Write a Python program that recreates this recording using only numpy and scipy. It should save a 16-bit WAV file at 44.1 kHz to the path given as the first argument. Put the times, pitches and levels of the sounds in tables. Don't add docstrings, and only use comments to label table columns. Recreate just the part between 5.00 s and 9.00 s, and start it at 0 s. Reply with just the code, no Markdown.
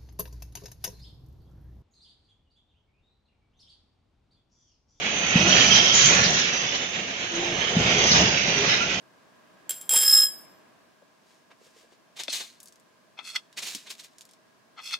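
import sys
import numpy as np
from scipy import signal
from scipy.fft import rfft, irfft
from scipy.io import wavfile

SR = 44100
rng = np.random.default_rng(int(sys.argv[2]) if len(sys.argv) > 2 else 0)


def wav_out(sig):
    wavfile.write(sys.argv[1], SR, np.round(np.clip(np.atleast_2d(sig).T, -1, 1) * 32767).astype(np.int16))


N = 176400
T = np.arange(N) / SR
ECHO_T = T[:SR // 10]
HZ = np.maximum(np.fft.rfftfreq(N, 1 / SR), 1)

# (frequency [Hz], relative level [dB])
DIN_EQ = [(25, -33.5), (80, -13), (160, 0.5), (340, -0.5), (700, -1.5), (1100, -8), (1550, -3.5),
          (2000, -1), (2900, 0.5), (3900, -5), (4800, -15.5), (5700, -9), (6300, -9.5), (6800, -7.5),
          (7500, -21.5)]
# (time [s], hold [s], pitch [Hz], level [dB])
DRIVE_HUMS = [(.41, 0.073, 332.5, -30.5), (2.313, 0.22, 344, -36.5), (2.356, 0.034, 344, -31),
              (2.94, .06, 420, -31.5), (3.552, 0.068, 405, -30)]
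# (time [s], level [dB])
WHINE_FADER = [(.07, -40), (.13, -31), (1.1, -38.5), (1.8, -38), (2.05, -45.5), (2.42, -39), (3.0, -35.5),
               (4, -46)]
# (frequency [Hz], width [Hz], relative level [dB])
WHINE_RING = [(6256, 12, 0), (6380, 130, -4)]
# (time [s], relative level [dB])
RUMBLE_FADER = [(0.0, -38.5), (0.24, -35.5), (0.47, -29), (1.06, -33.5), (1.19, -28.5), (1.44, -38),
                (2.29, -46.5), (2.37, -35.5), (2.77, -33.5), (2.91, -28.5), (3.09, -29.5), (3.15, -25),
                (3.46, -35.5), (3.65, -31.5), (4.0, -39.5)]
SHUDDER_FADER = [(0, -49), (.3, -37), (.39, -27), (.78, -30), (.88, -39.5), (1.08, -29.5), (1.3, -32.5),
                 (1.5, -43.5), (2.3, -51), (2.5, -39), (2.74, -40), (2.8, -24.5), (3.05, -33.5),
                 (3.22, -24), (3.32, -35), (4, -39)]
# (frequency [Hz], relative level [dB])
RUMBLE_EQ = [(120, -15), (260, -6.5), (340, -2), (430, -0.5), (540, 0), (720, -0.5), (900, -4),
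             (1100, -11.5), (1800, -26)]
SHUDDER_EQ = [(20, -20), (40, -33.5), (70, -5), (95, -8.5), (130, -0.5), (165, -1), (200, 1.5), (260, -6.5),
              (400, -27)]
# (time [s], relative level [dB])
SHEET_KNOCKS = [(.47, -29.5), (.55, -32), (.65, -32), (.76, -28.5), (2.87, -32), (3.16, -31), (3.21, -32.5)]
# (frequency [Hz], relative level [dB])
SHEET_RING = [(340, -6), (402, -4.5), (615, -5.5), (692, -1.5), (850, -7.5), (1310, -2.5), (1455, -4.5)]
# (time [s], hold [s], pitch [Hz], level [dB])
SQUEAL_CUES = [(.365, 0.059, 5860, -29), (.47, 0.12, 5860, -27.5), (0.707, 0.099, 5880, -31.5),
               (0.926, .06, 5800, -27), (1.081, 0.2, 5850, -31.5), (3.804, 0.023, 1379, -27)]
# (time [s], hold [s], level [dB])
SCRAPE_CUES = [(0.466, 0.21, -31), (0.934, 0.13, -19.5), (1.039, 0.038, -26.5), (1.117, 0.28, -33)]
CLACK_CUES = [(1.238, .027, -22), (3.114, .01, -15.5)]
SWISH_CUES = [(3.685, 0.05, -21)]
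# (frequency [Hz], width [Hz], relative level [dB])
SCRAPE_RING = [(3875, 25, -9), (4812, 22, -11), (5880, 90, -3), (6340, 90, -1), (6700, 80, -4),
               (6957, 28, -2)]
CLACK_RING = [(3980, 260, -1), (4650, 250, -5), (5010, 150, -9.5), (5750, 250, -5)]
SWISH_RING = [(1660, 110, -6), (2084, 140, -0.5), (2600, 90, -8), (3040, 130, -4), (3930, 150, -2),
              (5300, 190, -3)]
# (time [s], relative level [dB])
SQUEAK_CUES = [(.52, -17.5), (.592, -17.5), (0.704, -16), (0.75, -19), (.79, -18), (0.849, -21.5),
               (0.894, -20.5), (1.04, -20.5)]
# (time [s], hold [s], level [dB])
HISS_CUES = [(.585, .056, -23.5), (.747, .038, -18), (0.939, .09, -24.5), (1.367, 0.033, -23.5),
             (1.746, .011, -28), (3.15, 0.035, -22)]
# (frequency [Hz], relative level [dB])
HISS_EQ = [(500, -14.5), (1200, -5), (2200, 0), (3300, -3.5), (3950, 4), (4600, -8.5), (5400, -1),
           (6200, -3), (7400, -20)]
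# (time [s], envelope peak [dB])
THUMP_CUES = [(0.3527, -6.5), (0.937, -29), (1.259, -20), (2.7636, -9.5), (3.133, -22), (3.478, -20),
              (3.672, -23.5)]
# (time [s], relative level [dB])
RUSH_FADER = [(0.0, -32.5), (0.57, -19), (0.68, -21.5), (0.72, -22), (0.95, -23.5), (1.15, -20),
              (1.32, -25), (2.16, -37.5), (2.58, -31.5), (2.61, -26.5), (2.72, -29.5), (2.9, -23),
              (3.12, -23.5), (3.17, -21), (3.31, -27), (3.72, -25.5), (4.0, -31)]
CRINKLE_FADER = [(0.0, -52), (.33, -37.5), (0.56, -27.5), (0.69, -22.5), (0.76, -21), (0.92, -24.5),
                 (0.95, -22.5), (1.28, -27), (1.75, -36), (2.0, -48.5), (2.73, -41), (3.16, -21),
                 (3.33, -30.5), (3.7, -30.5), (4.0, -39)]
# (frequency [Hz], relative level [dB])
RUSH_EQ = [(700, -38), (1100, -11), (1450, -7), (2450, -2), (3050, -0.5), (3450, -5), (3950, -12.5),
           (4500, -14.5), (6000, -23.5), (7500, -54.5)]
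CRINKLE_EQ = [(2500, -17), (3600, -2.5), (4400, -2), (5000, 2), (5500, 6.5), (5900, 9), (6350, 5.5),
              (6750, 0), (7400, -42)]
# (frequency [Hz], likeness [0 is wide, 1 and above is mono])
STEREO_LIKENESS = [(60, 2), (130, 3.87), (250, 1), (470, 0.8), (930, 0.15), (1400, 0.1865), (2300, 0.16),
                   (6000, 0.03)]
# (frequency [Hz], left minus right [dB])
MIC_BALANCE = [(300, 0), (800, -.5), (1450, -1.5), (2000, -5), (2600, -8), (3150, -11), (3800, -3.5),
               (4400, -2), (5100, 1.5), (5700, -2), (6300, -11), (7000, 1)]
# (frequency [Hz], phase [rad])
RIGHT_LAG = [(0, 0), (700, .05), (1380, 3), (1890, 3.6), (2410, 6.2), (5600, 17), (7490, 26)]


def from_db(db):
    return 10 ** (np.asarray(db) / 20)


def rms_one(x):
    return x / np.sqrt(np.mean(x ** 2) + 1e-20)


def fader(points, trim_db=0):
    return from_db(np.interp(T, *np.transpose(points)) + trim_db)


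def over_hz(points):
    hz, value = np.transpose(points)
    return np.interp(np.log(HZ), np.log(hz), value)


def drift(rate_hz):
    count = N // 20
    hz = np.fft.rfftfreq(count, N / SR / count)
    slow = irfft(rfft(rng.standard_normal(count)) / (1 + (hz / rate_hz) ** 2) * (hz > 2), count)
    return np.interp(T, np.linspace(0, N / SR, count), np.clip(rms_one(slow), -2, 2))


def spread(gain, source):
    mid, side = rfft(source) * gain
    alike = np.clip(over_hz(STEREO_LIKENESS), -.999, .999)
    return rms_one(irfft(np.sqrt(1 + alike) * mid + np.sqrt(1 - alike) * side * [[1], [-1]], N))


def noise_bed(eq, flicker_db, rate_hz, source=None):
    source = rng.standard_normal((2, N)) if source is None else source
    return spread(from_db(over_hz(eq)), source) * from_db(flicker_db * drift(rate_hz))


def ringing(modes):
    gain = sum(from_db(db) / (1 + ((HZ - hz) / width) ** 2) / np.sqrt(width) for hz, width, db in modes)
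    return spread(gain, rng.standard_normal((2, N)))


def tone(hz, waver_hz):
    return np.sqrt(2) * np.sin(2 * np.pi * np.cumsum(hz + waver_hz * drift(36.7)) / SR)


def envelope(start, hold, db, attack_s, decay_s):
    rise = np.clip((T - start) / attack_s, 0, 1)
    return from_db(db) * rise * np.exp(-np.maximum(T - start - hold, 0) / decay_s)


def bursts(cues, attack_s, decay_s):
    return sum(envelope(*cue, attack_s, decay_s) for cue in cues)


def hall_reverb(x, t60_s=0.97, predelay_s=.012):
    tail = spread(1, rng.standard_normal((2, N))) * from_db(-60 * T / t60_s) * (T > predelay_s)
    return signal.fftconvolve(x[None], tail / np.sqrt(np.sum(tail[0] ** 2)), axes=1)[:, :N]


def reflections(x, fading):
    hop = SR // 7
    padded = np.pad(x * np.ones((2, 1)), [(0, 0), (hop, 2 * hop)])
    out = np.zeros((2, N + SR))
    for i in range(0, N + hop, hop):
        pattern = rng.standard_normal((2, len(fading))) * fading / np.linalg.norm(fading)
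        grain = padded[:, i:i + 2 * hop] * signal.windows.cosine(2 * hop)
        echoes = signal.fftconvolve(grain, pattern, axes=1)
        out[:, i:i + echoes.shape[1]] += echoes
    return out[:, hop:hop + N]


def panels(x, send=0.55, fade_s=0.0049, low_cut_hz=600):
    echoes = reflections(x, np.exp(-ECHO_T / fade_s))
    return x + send * irfft(rfft(echoes) / (1 + (low_cut_hz / HZ) ** 2), N)


def hall_din():
    bounced = panels(rng.standard_normal((2, N)))
    return from_db(-33.5) * noise_bed(DIN_EQ, flicker_db=2.7, rate_hz=10, source=bounced)


def drive():
    hum = sum(envelope(start, hold, db, attack_s=.025, decay_s=.025) * tone(hz, waver_hz=6)
              for start, hold, hz, db in DRIVE_HUMS)
    return hum + fader(WHINE_FADER) * ringing(WHINE_RING)


def frame():
    rumble = fader(RUMBLE_FADER) * noise_bed(RUMBLE_EQ, flicker_db=2, rate_hz=12)
    shudder = fader(SHUDDER_FADER, trim_db=0.5) * noise_bed(SHUDDER_EQ, flicker_db=0.24, rate_hz=5.2)
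    return rumble + shudder


def sheet_knocks(t60_s=.28):
    blows = np.zeros((len(SHEET_RING), N))
    for start, db in SHEET_KNOCKS:
        blows[:, int(start * SR)] = from_db(db) * rng.standard_normal(len(blows))
    rings = np.array([from_db(db - 60 * T / t60_s) * np.sin(2 * np.pi * hz * T) for hz, db in SHEET_RING])
    direct = signal.fftconvolve(blows, rings, axes=1).sum(axis=0)[:N]
    return direct + from_db(-5) * hall_reverb(direct)


def squeals(width_hz=17):
    return sum(ringing([(hz, width_hz, 0)]) * envelope(start, hold, db, attack_s=0.0092, decay_s=0.038)
               for start, hold, hz, db in SQUEAL_CUES)


def scrapes():
    return ringing(SCRAPE_RING) * bursts(SCRAPE_CUES, attack_s=0.0078, decay_s=0.057)


def clacks():
    return ringing(CLACK_RING) * bursts(CLACK_CUES, attack_s=.004, decay_s=.012)


def bag_swish():
    return ringing(SWISH_RING) * bursts(SWISH_CUES, attack_s=0.0078, decay_s=0.057)


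def squeaks(pitch_hz=3203, detune_hz=25, hold_s=.021):
    level = sum(envelope(start, hold_s, db, attack_s=.008, decay_s=.012) for start, db in SQUEAK_CUES)
    pair = rms_one(tone(pitch_hz - detune_hz, waver_hz=30) + tone(pitch_hz + detune_hz, waver_hz=30))
    roughness = from_db(drift(200) + 0.9)
    direct = level * pair * roughness
    pan = from_db([[-9], [-1]])
    return direct * pan + from_db(-14) * hall_reverb(direct)


def hisses():
    level = bursts(HISS_CUES, attack_s=0.0018, decay_s=0.016)
    return level * noise_bed(HISS_EQ, flicker_db=1, rate_hz=36)


def thumps(pitch_hz=184.3, peak_s=0.0079, sharpness=4.6):
    direct = np.zeros(N)
    for start, db in THUMP_CUES:
        age = np.maximum(T - start, 0)
        swell = (age / peak_s * np.exp(1 - age / peak_s)) ** sharpness
        direct -= from_db(db) * swell * np.sin(2 * np.pi * pitch_hz * age)
    return direct + from_db(-11.5) * hall_reverb(direct)


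def rattle(clicks_per_s=1500, spread_db=0.5, click_share=0.49):
    sizes = from_db(spread_db * np.minimum(rng.exponential(1, N), 3.5))
    clicks = (rng.random(N) < clicks_per_s / SR) * sizes * rng.choice([-1, 1], N)
    smear = np.exp(-ECHO_T / 0.0058) + .15 * np.exp(-ECHO_T / 0.032)
    crackle = rms_one(reflections(clicks, smear))
    return np.sqrt(click_share) * crackle + np.sqrt(1 - click_share) * rng.standard_normal((2, N))


def film_rush():
    grains = panels(rattle())
    body = noise_bed(RUSH_EQ, flicker_db=.6, rate_hz=16, source=grains)
    crinkle = noise_bed(CRINKLE_EQ, flicker_db=1.27, rate_hz=24, source=grains)
    return fader(RUSH_FADER, trim_db=1.5) * body + fader(CRINKLE_FADER, trim_db=-0.5) * crinkle


def scene():
    din = hall_din()
    cycles = film_rush() + frame() + thumps()
    knocks = sheet_knocks() + sheet_knocks()
    accents = hisses() + squeaks() + squeals() + scrapes() + clacks() + bag_swish()
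    return din + drive() + cycles + knocks + accents


def record(dry, ceiling=.95, cutoff_hz=7500):
    balance = from_db(over_hz(MIC_BALANCE))
    lag = np.exp(-1j * np.interp(HZ, *np.transpose(RIGHT_LAG)))
    mics = np.array([balance, lag]) * np.sqrt(2 / (1 + balance ** 2))
    heard = irfft(rfft(dry) * mics, N)
    rounded = heard / (1 + (heard / ceiling) ** 4) ** .25
    low_pass = 1 / np.sqrt(1 + (HZ / cutoff_hz) ** 160)
    return irfft(rfft(rounded) * low_pass, N)


dry = scene()
out = record(dry)
wav_out(out)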